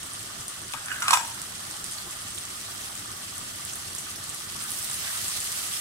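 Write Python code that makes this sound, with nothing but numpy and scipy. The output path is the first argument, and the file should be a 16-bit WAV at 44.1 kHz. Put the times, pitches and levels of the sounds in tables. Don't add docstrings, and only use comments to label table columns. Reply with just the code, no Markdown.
import sys
import numpy as np
from scipy import signal
from scipy.fft import rfft, irfft
from scipy.io import wavfile
from scipy.ndimage import uniform_filter1d

SR = 44100
rng = np.random.default_rng(int(sys.argv[2]) if len(sys.argv) > 2 else 0)


def wav_out(sig):
    wavfile.write(sys.argv[1], SR, np.round(np.clip(np.atleast_2d(sig).T, -1, 1) * 32767).astype(np.int16))


def volts_from_db(level):
    exponent = np.asarray(level, float) / 20
    return 10 ** exponent


N = 255956
PAN_LAG = 7
BOWL_LEAD = 6


def evened(x):
    return x / np.sqrt(np.mean(x ** 2) + 1e-20)


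def read(points, hz):
    f, value = np.transpose(points)
    return np.interp(np.log(hz + 1), np.log(f + 1), value)


def curve(rows, index):
    rows = np.asarray(rows)
    return np.interp(np.arange(N) / SR, rows[:, 0], rows[:, index])


def add(mix, s, sound):
    part = mix[:, round(s * SR):][:, :sound.shape[1]]
    part += sound[:, :part.shape[1]]


def drift(top_hz):
    hz = np.fft.rfftfreq(N, 1 / SR)
    z = rfft(rng.standard_normal(N)) / np.sqrt(hz + .5)
    return evened(irfft(z * (hz < top_hz) * (hz > 2.5), N))


# frequency in [Hz], left minus right in [dB].
PORT_LEAN = [(60, .3), (200, .1), (400, -1), (1300, -.7), (2400, -2), (4400, -2), (8100, -.7),
             (15000, -4.3)]


def coloured(x, points):
    hz, z = np.fft.rfftfreq(N, 1 / SR), rfft(x, axis=1)
    flat = z / np.sqrt(uniform_filter1d(abs(z) ** 2, size=1500, axis=1) + 1e-12)
    lean = np.array([[.5], [-.5]]) * read(PORT_LEAN, hz)
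    return evened(irfft(flat * volts_from_db(read(points, hz) + lean), N, axis=1))


def resonate(x, hz, width):
    turn = np.exp(2j * np.pi * np.cumsum(hz * np.ones(len(x))) / SR)
    r = np.exp(-np.pi * width / SR)
    return 2 * (turn * signal.lfilter([1 - r], [1, -r], x / turn)).real


def resonate_ports(pair, hz, *widths):
    for width in widths:
        pair = np.array([resonate(x, hz, width) for x in pair])
    return pair


def burst(hz, cycles, pan_db, wall_db, swell=.01):
    t = np.arange(500) / SR
    ring = np.sin(2 * np.pi * hz * t * (1 + 0.027 * hz * t))
    ring *= np.exp(-hz * t / cycles) * (hz * t < 12) * (1 - np.exp(-hz * t / swell))
    echoes = rng.standard_normal((2, 500)) * (rng.random((2, 500)) < .12)
    paths = volts_from_db(wall_db - 60 * t / 0.072) * echoes
    paths[0, PAN_LAG + rng.integers(-1, 3) + 3] += volts_from_db(pan_db / 2)
    paths[1, 3] += volts_from_db(-pan_db / 2)
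    return signal.fftconvolve(ring[None] / abs(ring).max(), paths, axes=1)


def bubbles(lo_hz, hi_hz, per_s, spread_db, cycles, wall_db, clump_db, count):
    busy = volts_from_db(clump_db * drift(40))
    strength = volts_from_db(spread_db * np.minimum(rng.exponential(1, N), 3.3))
    strength = strength * (rng.random(N) < busy * per_s / SR)
    kind, out = rng.integers(0, count, N), np.zeros((2, N))
    for k, hz in enumerate(np.geomspace(lo_hz, hi_hz, count)):
        shape = burst(hz, cycles, rng.normal(-0.09, 11.4), wall_db)
        out += signal.oaconvolve((strength * (kind == k))[None], shape, axes=1)[:, :N]
    return evened(out)


def steam(same):
    a, b = rng.standard_normal((2, N))
    return np.array([same * np.roll(a, PAN_LAG) + np.sqrt(1 - same ** 2) * b, a])


def patchy(x):
    z = signal.stft(x, nperseg=256, noverlap=192)[2]
    field = uniform_filter1d(rng.standard_normal(z.shape[1:]), size=5, axis=0)
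    field = uniform_filter1d(uniform_filter1d(field, size=10, axis=1), size=10, axis=1)
    return signal.istft(z * volts_from_db(1.2 * evened(field)), nperseg=256, noverlap=192)[1][:, :N]


# frequency in [Hz], density in [dB per Hz].
FIZZ_COLOUR = [(1180, -19), (2000, -1), (2110, -3), (2440, -4), (2750, -1.5), (3100, 0.5), (3340, -0.5),
               (5220, 0), (7230, -0.5), (8290, 3.5), (10000, -2), (15500, -17.5)]
# time in [s], level of the fizz in [dB].
BOIL = [(0, -41.5), (.49, -41.5), (.76, -42.5), (1.1, -40.5), (1.5, -41), (1.85, -40.5), (2.48, -40.5),
        (2.78, -39.5), (3.1, -41), (3.6, -40), (4.3, -40.5), (4.54, -39.5), (4.64, -38.5), (4.83, -37),
        (5.2, -34.5), (5.8, -35)]
CALM_DB = -41


def fizz():
    small = bubbles(2720, 13800, 2600, 2.04, 0.65, -13.0, 1.9, count=24)
    spits = bubbles(7400, 15000, 200, 3.2, 0.81, -25.0, 3.9, count=8)
    mixed = patchy(small + volts_from_db(-5.5) * spits + volts_from_db(4.0) * steam(0.0091))
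    x = coloured(mixed, FIZZ_COLOUR) * volts_from_db(0.51 * drift(21))
    hz = np.fft.rfftfreq(N, 1 / SR)
    spray = irfft(rfft(x, axis=1) / (1 + (11000 / (hz + 1)) ** 8), N, axis=1)
    boil_db = curve(BOIL, index=1)
    spray_db = -50.5 + 1.65 * (boil_db - CALM_DB)
    sweep_s, sweep_length_s = 4.76, .09
    spray_db += 5.5 * np.exp(-((np.arange(N) / SR - sweep_s) / sweep_length_s) ** 2)
    return volts_from_db(boil_db + 2.0) * evened(x - spray) + volts_from_db(spray_db + 2.0) * evened(spray)


# frequency in [Hz], density in [dB per Hz].
BURBLE_COLOUR = [(260, -81), (450, -32), (502, -27), (599, -1), (645, -5.5), (694, -2.5), (850, -3.5),
                 (1050, -2.5), (1170, 3.5), (1220, 4), (1390, 0.5), (1500, 0.5), (1610, -5), (1790, -0.5),
                 (2600, -23.5), (3380, -3.5), (5720, -120)]


def burble():
    grains = bubbles(604.0, 2800, 500, 0.86, 2.85, 0.64, 2.3, count=16)
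    sinks_db_per_s = 0.38
    db = -47.5 + 0.48 * (curve(BOIL, index=1) - CALM_DB) - sinks_db_per_s * np.arange(N) / SR
    return volts_from_db(db + 2.5) * coloured(patchy(grains + volts_from_db(11.0) * steam(0.061)), BURBLE_COLOUR)


# frequency in [Hz], density in [dB per Hz].
FLAME_COLOUR = [(8.8, -45), (15, -8), (37, -11), (64, -5.5), (97, 2), (167, -4.5), (203, -2.5), (233, -6.5),
                (378, -6.5), (467, -12), (504, -9), (560, -14), (730, -35), (1230, -120)]
# frequency in [Hz], left-right likeness in [0 to 1].
FLAME_SAME = [(60, 1), (100, 0.99), (160, 1), (270, 0.89), (450, 0.013)]


def flame():
    a, b = rfft(rng.standard_normal((2, N)), axis=1)
    same = np.clip(read(FLAME_SAME, np.fft.rfftfreq(N, 1 / SR)), -1, 1)
    x = irfft(np.array([a, same * a + np.sqrt(1 - same ** 2) * b]), N, axis=1)
    flame_db = -51
    return volts_from_db(flame_db + 0.6 + 1.44 * drift(12.0)) * coloured(x, FLAME_COLOUR)


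# start in [s], peak in [dB], pitch in [Hz], left minus right in [dB].
SIMMER_POPS = [(0.031, -23, 7800, -2), (0.1341, -22, 8600, -4), (0.1938, -27, 7650, -4),
               (0.481, -18.5, 7880, 3.5), (0.723, -24, 7800, -6), (0.859, -23.5, 7660, -1),
               (1.004, -23.5, 8800, 2.5), (1.3006, -27, 7900, -1), (1.4168, -19, 7900, -6),
               (1.711, -21, 7390, -10), (1.8422, -17.5, 7850, -18), (1.911, -24.5, 8600, -8),
               (1.922, -23.5, 7930, -1.0), (1.9832, -25, 3960, -18), (2.304, -30, 8250, -6),
               (2.3472, -22, 7860, 0), (2.378, -33, 3160, -10), (2.384, -22.5, 7500, 1),
               (2.993, -28, 8500, -10), (3.116, -29, 7940, -3), (3.38, -24, 8260, -1),
               (3.6503, -21, 8200, -17), (3.697, -28.5, 5250, -7), (3.756, -22.5, 9500, -11),
               (3.9492, -21, 7770, -1.5), (3.9878, -26, 7960, -6), (4.103, -26, 9130, -7),
               (4.159, -32, 4900, -7), (4.293, -22, 7660, -8), (4.346, -22, 9100, -24)]
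# start in [s], peak in [dB], pitch in [Hz], left minus right in [dB].
STIRRED_POPS = [(4.579, -22.5, 7000, 2), (4.5885, -34, 4640, -10), (4.6034, -25, 8420, -3),
                (4.623, -17, 8340, -3), (4.7047, -16, 9000, -19), (4.7176, -12.5, 8650, -11),
                (4.8873, -26, 7740, -5), (4.8984, -18, 8430, -2.0), (4.9124, -12, 7600, -2),
                (4.942, -14, 8900, -1), (4.9935, -29, 8490, -3), (5.163, -22, 7500, -7),
                (5.173, -24, 7360, 2), (5.281, -11, 7650, -2), (5.332, -24, 8450, -3),
                (5.367, -24, 8070, -3), (5.402, -13, 7750, 4), (5.4291, -32, 9350, -6),
                (5.589, -18, 7840, -3), (5.638, -20, 8800, -6), (5.6666, -19, 7730, 0)]
# start in [s], peak
# in [dB], pitch in [Hz], left minus right in [dB].
LESSER_POPS = [(0.126, -28, 6800, -5), (0.492, -25, 8300, 3), (0.497, -25, 7700, 4), (0.6153, -22, 7800, 1),
               (0.6797, -21, 8100, 4), (0.777, -25, 6700, 0), (0.8368, -35, 7500, -5),
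               (0.9244, -25, 8400, -2), (1.4256, -34, 8500, 8), (1.4489, -24, 8500, 3),
               (1.552, -23, 7800, 2), (1.6026, -23, 7440, 2), (1.6656, -21, 8200, -9),
               (1.6992, -24, 7900, -3), (1.933, -19, 6900, -2), (1.9748, -23, 5600, -3),
               (2.108, -18, 8100, -8), (2.218, -23, 8200, -4), (2.356, -24, 8700, -5),
               (2.451, -19, 6360, -5), (2.5001, -37, 7600, -1), (2.8158, -34, 6400, -6),
               (2.952, -22.5, 6600, 0), (2.9943, -32, 7500, -5), (3.1146, -23, 6800, -3),
               (3.48, -33, 8000, -1), (3.537, -27, 5400, 1), (3.557, -26, 9300, -9),
               (3.7324, -16, 7200, -2), (3.8202, -25, 8600, -6), (3.8323, -31, 8400, -1),
               (3.982, -17, 6900, 0), (4.0052, -23, 8050, -6), (4.1586, -20, 9350, -3),
               (4.1778, -33, 6300, 0), (4.2816, -24, 7700, -8), (4.297, -17, 7660, -3),
               (4.5582, -27, 8300, -1), (4.591, -22, 4970, -13), (4.604, -27, 7400, -1),
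               (4.6365, -16, 8000, 0), (4.7869, -15, 8700, -11), (5.1188, -33, 7750, -2),
               (5.163, -26, 7000, -8), (5.172, -16, 6860, -2), (5.2406, -28, 8400, -8),
               (5.4088, -25, 9000, -4), (5.429, -20, 6200, -5), (5.4769, -30, 8100, 1),
               (5.7412, -31, 7600, -10)]


def pops():
    lesser = [(s + .001, db - 6, hz, pan_db) for s, db, hz, pan_db in LESSER_POPS]
    stirred = [(s, db - 4.5, hz, pan_db) for s, db, hz, pan_db in STIRRED_POPS]
    out = np.zeros((2, N))
    for s, db, hz, pan_db in SIMMER_POPS + stirred + lesser:
        ring = burst(hz, 2.1, pan_db, -17.5, swell=.8)
        snap = burst(12400, 1.0, pan_db, -18.0)
        pop = ring + volts_from_db(-12) * snap
        add(out, s + 0.0007, volts_from_db(db - 0.5) * pop / abs(pop.mean(0)).max())
    return out


# start in [s], peak in [dB], left minus
# right in [dB].
TICKS = [(0.0638, -34, -4.0), (0.4823, -34, -0.5), (0.7542, -37, -1.0), (0.9248, -37, -4.0),
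         (0.9797, -38, -3.0), (1.0036, -35, -2.5),
         (1.2998, -36, -5.0), (1.3742, -40, -5.0), (1.4166, -34, -5.0), (1.666, -36, -6.5),
              (1.7014, -34, -4.5), (1.8421, -33, -7.0), (1.9114, -35, -7.0), (2.3569, -35, -6.0),
              (2.4158, -37, -4.5), (2.6488, -36, -4.5), (2.7256, -38, -4.5), (2.8807, -40, -5.5),
              (2.964, -34, -7.0), (2.994, -33, -7.0), (3.1222, -33, -3.5), (3.2609, -37, -1.0),
              (3.3791, -34, -2.0), (3.5572, -33, -4.0), (3.65, -28, -7.5), (3.6969, -34, -6.5),
              (3.7557, -29, -7.0), (3.884, -35, -5.0), (3.9493, -35, -7.0), (3.9817, -33, -7.0),
              (4.103, -33, -4.5), (4.1598, -31, -5.0), (4.3454, -30, -8.0), (4.4028, -36, -6.0),
              (4.7046, -26, -9.5), (4.9964, -27, -1.5)]


def ticks():
    out = np.zeros((2, N))
    for s, db, pan_db in TICKS:
        tick = burst(12500, 1.0, pan_db, -20.0, swell=.3)
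        add(out, s + 0.00046, volts_from_db(db + 3) * tick / abs(tick.mean(0)).max())
    return out


# start in [s], rise in [s], rub in [dB], fade in [dB per s].
SLIDES = [
    (0.734, 0.0033, -32.5, 220),
    (.752, 0.017, -38, 250),
    (.8, 0.013, -43, 150),
    (.86, 0.057, -29.5, 138),
    (1.014, 0.0055, -30, 20),
    (1.077, .004, -25, 3),
    (1.128, 0.0054, -20, 150),
    (1.17, 0.0025, -28.5, 100),
    (1.243, .005, -38, 130),
]


def slide_db(t):
    rows = np.array(SLIDES)
    start, rise, db, fade = rows[np.maximum(np.searchsorted(rows[:, 0], t) - 1, 0)].T
    late = t - start - rise
    return db + np.where(late < 0, 15 * late / rise, -fade * late)


def rung(push, modes):
    x = 0
    for hz, db, t60 in modes:
        x = x + volts_from_db(db) * resonate_ports(push, hz, np.log(1000) / np.pi / t60)
    return x / abs(x).max()


# time in [s], pitch in [Hz].
HOLLOW = [(.737, 1270), (.7405, 890), (.75, 1290), (.765, 1460), (.885, 1600), (1.0, 1600), (1.022, 1370),
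          (1.08, 1230), (1.13, 1035), (1.16, 930), (1.23, 930), (1.28, 970), (1.34, 860)]
# frequency in [Hz], level in [dB], decay time t60 in [s].
WALL = [(930, -18, 0.097), (1315, 1, 0.053), (1575, 2.5, 0.034), (2515, 2, 0.069), (2850, -4.5, 0.025)]


def slide():
    t = np.arange(N) / SR
    on = np.clip((1.4 - t) / 0.06, 0, 1)
    grit = rng.standard_normal((2, N)) * volts_from_db(2.1 * drift(190))
    grit[0] = .45 * grit[0] + .65 * np.roll(grit[1], -BOWL_LEAD)
    hz, stroke_db = curve(HOLLOW, index=1), slide_db(t)
    rub = evened(resonate_ports(grit, hz, 270, 460))
    grain = evened(resonate_ports(grit, 1.23 * hz, 800))
    wall = evened(rung(grit, WALL))
    out = volts_from_db(stroke_db - 6.0) * on * (rub + volts_from_db(-2.0) * grain + volts_from_db(-7) * wall)
    rattle = evened(resonate_ports(grit, 7800, 5000, 5000))
    return out + volts_from_db(-13 - 25.0 + 1.6 * (stroke_db + 27.0)) * on * rattle


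# start in [s], peak in [dB], hardness in [dB], left minus right in [dB].
SCUFFS = [
    (0.7361, -30, 7, 6),
    (0.7405, -25, -4, 6),
    (.883, -30.5, 3, 2),
    (0.905, -30, -3, 2),
    (0.9162, -21.5, -24, -10),
    (0.959, -32, -14, -4),
    (1.041, -27, -6, -1),
    (1.055, -30, -18, -4),
]
# start in [s], peak in [dB], hardness in [dB], left minus right in [dB].
ROCKS = [(1.0215, -33, -1, 0), (1.026, -22, -14, 2), (1.0815, -14, -12, -1), (1.107, -13, -11, -2),
         (1.1105, -23, -5, -3), (1.121, -20, -14, -3), (1.130, -11, -19, -3), (1.1332, -9.5, -16, -4),
         (1.1372, -19, -2, -3), (1.1435, -25, -9, -3), (1.172, -17, -14, -3), (1.248, -31, -9, -2.5)]
# frequency in [Hz], level in [dB], decay time t60 in [s].
CLACK = [(1600, 2, 0.011), (2250, -19, .005), (2500, 28, 0.0052), (3400, 19, 0.005), (4280, 13, 0.0059)]
# frequency in [Hz], level in [dB], decay time t60 in [s].
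RIM = [(3570, -7.5, 0.0033), (4870, -8, 0.047), (5390, -7, .02), (5800, -3, 0.027), (7020, -10, 0.016),
       (7600, -7, 0.02), (7770, -12, 0.036), (9500, -3, 0.028), (10700, -3.5, 0.018)]


def blows():
    out, hollow_curve = np.zeros((2, N)), curve(HOLLOW, index=1)
    u = np.arange(2000) / SR
    contact = (u / .0009) * np.exp(-u / 0.00074)
    hits = [(*row, -19) for row in SCUFFS] + [(*row, 4.5) for row in ROCKS]
    for s, db, hard_db, pan_db, rim_db in hits:
        hz = hollow_curve[round(s * SR)]
        push = rng.standard_normal((2, 2000)) * contact
        push[0] = .55 * push[0] + .7 * np.roll(push[1], -BOWL_LEAD)
        squeeze = contact * np.sin(2 * np.pi * hz * u - [[.7], [0]]) + 0.18 * push
        hollow = resonate_ports(squeeze, hz, 600, 950)
        blow = hollow / abs(hollow.mean(0)).max()
        blow = blow + volts_from_db(hard_db + 1.5) * rung(push, CLACK)
        blow = blow + volts_from_db(hard_db + rim_db + 12.5) * rung(push, RIM)
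        blow = blow + volts_from_db(-4.5) * rung(push, WALL)
        add(out, s, volts_from_db(db + np.array([[.5], [-.5]]) * pan_db) * blow)
    return out


def bowl():
    band = signal.butter(4, [680, 13000], "band", fs=SR, output="sos")
    return signal.sosfilt(band, slide() + blows())


# frequency in [Hz], decay time t60 in [s].
KITCHEN = [(500, 0.1), (1000, 0.16), (3000, 0.32), (6000, 0.35), (11000, 0.37)]


def kitchen(x):
    taps = np.zeros((2, SR // 2))
    at = np.arange(200, SR // 2 - 20, 20) + rng.integers(0, 20, (2, (SR // 2 - 201) // 20))
    np.put_along_axis(taps, at, rng.choice([-1., 1.], at.shape), 1)
    hz, t, z = signal.stft(taps, SR, nperseg=256)
    tail = signal.istft(z * volts_from_db(-60 * t / read(KITCHEN, hz)[:, None]), SR, nperseg=256)[1]
    return signal.fftconvolve(x.mean(0)[None], tail / np.linalg.norm(tail[0]), axes=1)[:, :N]


# start in [s], length in [s], scrape in [dB], first pitch in [Hz], last pitch in [Hz].
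STIRS = [
    (4.55, 0.17, -37, 1290, 1560),
    (4.8, 0.22, -41, 1450, 1550),
    (4.978, 0.19, -34, 1600, 1710),
    (5.12, 0.073, -32, 1410, 1230),
]


def spoon():
    out, rough = np.zeros((2, N)), steam(0.99) * volts_from_db(2.2 * drift(90))
    for s, length, db, first_hz, last_hz in STIRS:
        u = np.arange(0, length, 1 / SR) / length
        hz = first_hz + (last_hz - first_hz) * u
        press = np.interp(u, [0, 0.57, 1], [0, 1, 0])
        rub = resonate_ports(rough[:, round(s * SR):][:, :len(u)], hz, 450, 600)
        add(out, s, volts_from_db(db - 8.0) * press * evened(rub))
    return out


def scene():
    knock, single = bowl(), pops()
    room = kitchen(volts_from_db(-8.5) * knock + volts_from_db(-8) * single)
    room[0] = 2.56 * room[0] + 1.14 * room[1]
    return fizz() + burble() + flame() + spoon() + single + knock + room + ticks()


def low_pass(x):
    return signal.sosfilt(signal.butter(12, 16830, fs=SR, output="sos"), x)


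def record(dry):
    edge_hz = 15790
    narrow = irfft(rfft(dry, axis=1) * (np.fft.rfftfreq(N, 1 / SR) < edge_hz), N, axis=1)
    return low_pass(narrow)


dry = scene()
out = record(dry)
wav_out(out)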